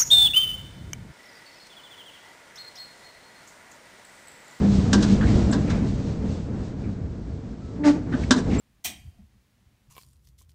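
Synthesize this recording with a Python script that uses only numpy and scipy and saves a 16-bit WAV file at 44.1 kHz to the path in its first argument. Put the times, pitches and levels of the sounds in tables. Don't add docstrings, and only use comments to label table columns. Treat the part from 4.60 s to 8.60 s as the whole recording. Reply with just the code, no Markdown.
import sys
import numpy as np
from scipy import signal
from scipy.fft import rfft, irfft, next_fast_len
from scipy.io import wavfile
from scipy.ndimage import map_coordinates

SR = 44100
rng = np.random.default_rng(int(sys.argv[2]) if len(sys.argv) > 2 else 0)


def file_out(sig):
    cols = np.atleast_2d(sig).T
    lim = np.clip(cols, -1, 1)
    pcm = np.round(lim * 32767).astype(np.int16)
    wavfile.write(sys.argv[1], SR, pcm)


N = 176400


def amp(db):
    return 10 ** (np.asarray(db) / 20)


def unit(x):
    return x / np.sqrt(np.mean(x ** 2) + 1e-20)


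def along(points, hz):
    point_hz, values = np.transpose(points)
    return np.interp(np.log(hz + 1), np.log(point_hz + 1), values)


def curves(rows):
    times_s, *columns = np.transpose(rows)
    return [np.interp(np.arange(N) / SR, times_s, column) for column in columns]


def since(start_s):
    return np.maximum(np.arange(N) / SR - start_s, 0)


def wobble(rate):
    return map_coordinates(rng.standard_normal(8192), [np.arange(N) * rate / SR], mode="wrap")


def filtered(x, response):
    m = next_fast_len(N + SR // 2)
    return irfft(rfft(x, m) * response(np.fft.rfftfreq(m, 1 / SR)), m)[:N]


def noise(spectrum):
    return unit(filtered(rng.standard_normal(N), lambda hz: amp(along(spectrum, hz))))


def band(centre_hz, half_width_hz):
    return unit(filtered(rng.standard_normal(N), lambda hz: 1 / (1 + ((hz - centre_hz) / half_width_hz) ** 2)))


def tone(hz):
    return np.sqrt(2) * np.sin(2 * np.pi * np.cumsum(hz) / SR)


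def envelope(t, attack_s, hold_s, t60_s):
    return (1 - np.exp(-t / attack_s)) * amp(-60 * np.maximum(t - hold_s, 0) / t60_s)


def travel():
    # time in seconds, level in dB.
    rumble_level = [(0, -26), (.13, -22.5), (.46, -23.5), (.75, -19), (1.31, -27.5), (1.6, -28.5),
                    (2.13, -31.5), (2.42, -33.5), (3.13, -37.5), (3.45, -33), (3.64, -26.5), (3.75, -36),
                    (4, -21.5)]
    growl_level = [(0, -23.5), (.25, -25.5), (.4, -23), (.6, -22), (.72, -23.5), (.82, -23), (1.07, -25),
                   (1.2, -26), (1.36, -31), (1.52, -30.5), (1.6, -34.5), (1.66, -30), (1.85, -35.5),
                   (1.94, -30.5), (2.03, -34.5), (2.17, -37.5), (2.28, -34.5), (2.37, -37.5), (2.45, -36),
                   (2.58, -39), (3.1, -39), (3.21, -33), (3.45, -34.5), (3.56, -25.5), (3.68, -34),
                   (3.78, -23.5), (3.84, -29.5), (3.96, -23), (4, -24)]
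    hiss_level = [(0, -48.5), (.13, -42.5), (.3, -47), (.52, -39.5), (.61, -48.5), (.7, -42), (.82, -44),
                  (1.04, -50.5), (1.16, -48), (1.22, -53), (1.29, -48), (1.38, -53), (1.49, -50),
                  (1.6, -58), (1.72, -50), (1.92, -60.5), (2.06, -54), (2.14, -60.5), (2.29, -60),
                  (2.4, -63.5), (2.8, -62.5), (3.48, -61.5), (3.62, -47), (3.69, -51), (3.87, -55),
                  (3.95, -42.5), (4, -51)]
    # time in seconds, pitch in Hz, level in dB.
    drone_course = [(0, 205, -28), (.04, 199, -17.5), (.13, 197, -17), (.19, 192, -25.5), (.3, 195, -24.5),
                    (.37, 202, -17.5), (.42, 213, -20.5), (.48, 197, -22), (.53, 194, -14.5),
                    (.58, 197, -30.5), (.64, 208, -23.5), (.72, 200, -26), (1.0, 203, -28),
                    (1.35, 197.2, -35.5), (2.3, 200.8, -40), (3, 200, -63), (3.8, 200, -39.5),
                    (4, 200, -30)]
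    # frequency in Hz, relative density in dB per Hz.
    rumble_spectrum = [(20, -16.5), (32, -13.5), (45, -6.5), (65, 1), (80, -4), (105, -0.5), (135, -4.5),
                       (180, -12), (300, -45.5), (600, -86)]
    growl_spectrum = [(60, -37.5), (130, -9), (175, 2), (205, -1.5), (225, 1.5), (280, -1), (310, -4.5),
                      (360, -7.5), (400, -10), (440, -8.5), (520, -14), (680, -17.5), (850, -22.5),
                      (1100, -26.5), (1600, -29.5), (2300, -35.5), (3500, -54), (6000, -100)]
    hiss_spectrum = [(700, -4), (1600, -4), (2600, 2.5), (4200, 3.5), (6500, 0), (8200, -4.5),
                     (9300, -27.5)]

    rumble_db, = curves(rumble_level)
    growl_db, = curves(growl_level)
    hiss_db, = curves(hiss_level)
    drone_hz, drone_db = curves(drone_course)
    rumble = amp(rumble_db + 0.72 * wobble(14)) * noise(rumble_spectrum)
    growl = amp(growl_db + 1.1 * wobble(30.23)) * noise(growl_spectrum)
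    hiss = amp(hiss_db + 0.8 * wobble(25)) * noise(hiss_spectrum)
    wavering_hz = drone_hz * (1 + 0.02 * wobble(45))
    drone = amp(drone_db + 1.4 * wobble(38)) * tone(wavering_hz)
    return rumble + growl + hiss + drone


def thump(t):
    mode_hz, rise_s, hold_s, t60_s = 252.3, 0.0032, 0.0079, 0.12
    return envelope(t, rise_s, hold_s, t60_s) * np.sin(2 * np.pi * mode_hz * t)


def clacks():
    # start in seconds, level in dB,
    # attack in seconds, then relative levels of thump, ring and crack in dB.
    strikes = [(.330, -16, 0.00042, 0.5, -1, -1), (0.341, -25, 0.00046, -16, 1.5, -6),
               (0.423, -25.5, 0.0058, 5.5, -1, 4.5), (0.924, -21, 0.0094, -9.5, 0, -2.5),
               (1.095, -27, 0.016, 4.5, 2.5, -0.5), (3.708, -13, 0.00023, 4, 2.5, -1),
               (3.759, -29.5, 0.009, 12, -10, 2)]
    # frequency in Hz, relative level in dB, t60 in seconds.
    case_modes = [(359, -0.5, 0.16), (419, -3.5, 0.095), (605, -7.5, 0.18), (796, -6, 0.084),
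                  (940, -8.5, 0.17), (1000, -7.5, 0.26), (1132, -1.5, 0.12), (1371, -1, 0.13),
                  (1520, -3.5, 0.1), (1580, 2.5, 0.105), (1667, 0.5, 0.1), (1875, -8.5, 0.12),
                  (3056, -15, 0.11), (3500, -7, 0.088), (3650, -4, 0.085), (3990, -7.5, 0.14),
                  (4580, -11.5, 0.091), (5310, 1, 0.039), (6000, -11.5, .09), (6480, -16, 0.12),
                  (7000, -6.5, 0.058)]
    # frequency in Hz, relative density in dB per Hz.
    crack_spectrum = [(300, -8), (900, -10), (1700, 1), (2300, -12.5), (3000, -2.5), (4000, -1), (5500, -2),
                      (7000, -5), (8500, -12), (9500, -25.5)]
    rattle_spectrum = [(150, -14.5), (250, 14.5), (400, 10.5), (600, -6), (1050, 0.5), (1700, -2.5),
                       (2300, -19.5), (4000, -17), (9000, -45)]
    crack_hold_s, crack_t60_s = 0.0036, 0.097
    rattle_db, rattle_attack_s, rattle_hold_s, rattle_t60_s = -15.5, 0.008, 0.051, 0.14

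    out = np.zeros(N + SR)
    t = np.arange(SR // 2) / SR
    for start_s, db, attack_s, thump_db, ring_db, crack_db in strikes:
        ring = np.zeros(len(t))
        for hz, mode_db, t60_s in case_modes:
            mode_gain = amp(mode_db + rng.normal(0, 1.0))
            mode = np.sin(2 * np.pi * (hz * t + rng.random()))
            ring += mode_gain * envelope(t, attack_s, 0, t60_s) * mode
        crack = envelope(t, attack_s, crack_hold_s, crack_t60_s) * noise(crack_spectrum)[:len(t)]
        rattle = envelope(t, rattle_attack_s, rattle_hold_s, rattle_t60_s) * noise(rattle_spectrum)[:len(t)]
        clack = amp(rattle_db) * rattle
        clack += 1.2 * amp(thump_db) * thump(t)
        clack += 0.38 * amp(ring_db) * ring
        clack += 0.74 * amp(crack_db) * crack
        out[round(start_s * SR):][:len(t)] += amp(db) * clack
    return out[:N]


def wheels():
    # start in seconds, pitch in Hz, level in dB, t60 in seconds.
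    low_tones = [(.385, 279.5, -20, 0.51), (.7, 113, -14.5, 0.21), (1.641, 200.2, -16, 0.12),
                 (1.68, 85.25, -22.5, 0.36), (2.264, 204.2, -26, 0.33), (2.43, 85, -21, 0.14),
                 (2.73, 93.6, -29, 0.16), (3.466, 114.4, -24, 0.21)]
    # time in seconds, level in dB.
    whine_level = [(1.2, -76), (1.45, -43), (1.7, -45), (1.85, -51), (2.0, -43), (2.15, -48.5), (2.5, -57),
                   (3.06, -60), (3.15, -45.5), (3.3, -60)]

    bumps = np.zeros(N)
    for start_s, hz, db, t60_s in low_tones:
        wavering_hz = hz * (1 + 0.09 * wobble(90))
        bumps += amp(db) * envelope(since(start_s), 0.0056, 0, t60_s) * tone(wavering_hz)
    whine_db, = curves(whine_level)
    whine = amp(whine_db) * band(centre_hz=446, half_width_hz=19)
    return whine + bumps


def ticks():
    # start in seconds, pitch in Hz, half width in Hz, level in dB, attack in seconds, t60 in seconds.
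    bursts = [(.43, 1490, 220, -29, .004, 0.14), (0.664, 2110, 310, -33.5, .012, .22),
              (.912, 7530, 400, -31.5, 0.0053, 0.094), (1.07, 2250, 550, -38, .02, 0.51),
              (2.235, 2250, 300.7, -51, 0.005, 0.22), (3.0, 1314, 6.7, -54.5, 0.065, 1.3),
              (3.234, 1980, 800, -32, .006, 0.15), (3.635, 2190, 330, -34.5, 0.0007, 0.049),
              (3.895, 2280, 450, -36.5, 0.021, 0.48), (3.985, 7470, 79, -25, 0.0074, 0.46)]
    out = np.zeros(N)
    for start_s, hz, half_width_hz, db, attack_s, t60_s in bursts:
        out += amp(db) * envelope(since(start_s), attack_s, 0, t60_s) * band(hz, half_width_hz)
    return out


def knocks():
    # start in seconds, level in dB, hold in seconds, t60 in seconds, thump level in dB.
    hits = [(0.609, -30.5, .012, .03, -43), (0.627, -31, .004, 0.12, -38), (3.523, -34, .018, 0.13, -15)]
    # frequency in Hz, relative density in dB per Hz.
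    knock_spectrum = [(100, -19.5), (500, -20), (1100, -8), (1520, 3), (1930, -6), (2200, -20.5),
                      (3000, -12.5), (4200, -25.5), (8000, -40)]
    grit_db, stand_lag_s = 2, 0.0145

    out = np.zeros(N)
    for start_s, db, hold_s, t60_s, thump_db in hits:
        grit = amp(grit_db * wobble(400))
        out += amp(db) * envelope(since(start_s), 0.00082, hold_s, t60_s) * grit * noise(knock_spectrum)
        out += amp(thump_db) * thump(since(start_s + stand_lag_s))
    return out


def groan():
    hum_partials = [0, -18, -23.5]
    groan_partials = [-13, -19, -22, -27, -37, -32]
    # frequency in Hz, relative density in dB per Hz.
    scrape_spectrum = [(120, -8), (350, 5), (700, 5), (1100, -5.5), (1700, 1.5), (2700, -6.5), (4500, -6),
                       (7000, -10.5), (9000, -23)]
    hum_start_s, hum_db, hum_hold_s = 3.185, -26, 0.18
    groan_start_s, pitch_hz, groan_db, groan_t60_s = 3.238, 293.6, -13.5, 0.11
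    bend_share, bend_s, sag_share_per_s, jitter_share = 0.07, 0.009, 0.16, 0.018
    buzz_rise_s, buzz_hold_s, shimmer_db = 0.016, 0.056, 2.6
    swell_lag_s, swell_rise_s, swell_hold_s = 0.011, 0.02, 0.072

    hum_hz = pitch_hz * (1 + 0.025 * wobble(50))
    hum = sum(amp(db + 1.7 * wobble(45)) * tone(k * hum_hz) for k, db in enumerate(hum_partials, 1))
    hum *= amp(hum_db) * envelope(since(hum_start_s), 0.016, hum_hold_s, 0.06)

    t = since(groan_start_s)
    bend = bend_share * np.exp(-t / bend_s)
    sag = sag_share_per_s * np.minimum(t, 0.1)
    hz = pitch_hz * (1 + bend - sag + jitter_share * wobble(260))

    swell = np.minimum(since(groan_start_s + swell_lag_s) / swell_rise_s, 1)
    fundamental = swell * envelope(t, 0.0023, swell_hold_s, groan_t60_s) * tone(hz)
    overtones = sum(amp(db + shimmer_db * wobble(200)) * tone(k * hz)
                    for k, db in enumerate(groan_partials, 2))
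    buzz = envelope(t, buzz_rise_s, buzz_hold_s, groan_t60_s) * overtones
    scrape = envelope(t, 0.02, 0.048, 0.18) * noise(scrape_spectrum)
    scrape *= 1 + 0.17 * tone(hz)
    return amp(groan_db) * (fundamental + buzz + amp(-14.0) * scrape) + hum


def hall(x):
    # frequency in Hz, t60 in seconds.
    decay = [(100, 0.65), (1000, 0.68), (4000, 0.45), (9000, 0.44)]
    tail_db, echo_db, echo_s, echo_spread_s = -20, -19, 0.076, 0.01

    hz, frame_s, spectrum = signal.stft(rng.standard_normal(SR), SR, nperseg=256)
    decaying = spectrum * amp(-60 * frame_s / along(decay, hz)[:, None])
    tail = signal.istft(decaying, SR, nperseg=256)[1][:SR]
    lag = (np.arange(SR) / SR - echo_s) / echo_spread_s
    echo = rng.standard_normal(SR) * np.exp(-0.5 * lag ** 2)
    response = amp(tail_db) * tail / np.linalg.norm(tail)
    response += amp(echo_db) * echo / np.linalg.norm(echo)
    return signal.fftconvolve(x, response)[:N]


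def scene():
    controller = clacks() + knocks() + ticks() + groan()
    return (controller + hall(controller) + travel() + wheels())[None]


def record(dry):
    top_hz = 9350
    return filtered(dry[0], lambda hz: 1 / np.sqrt(1 + (hz / top_hz) ** 160))[None]


dry = scene()
out = record(dry)
file_out(out)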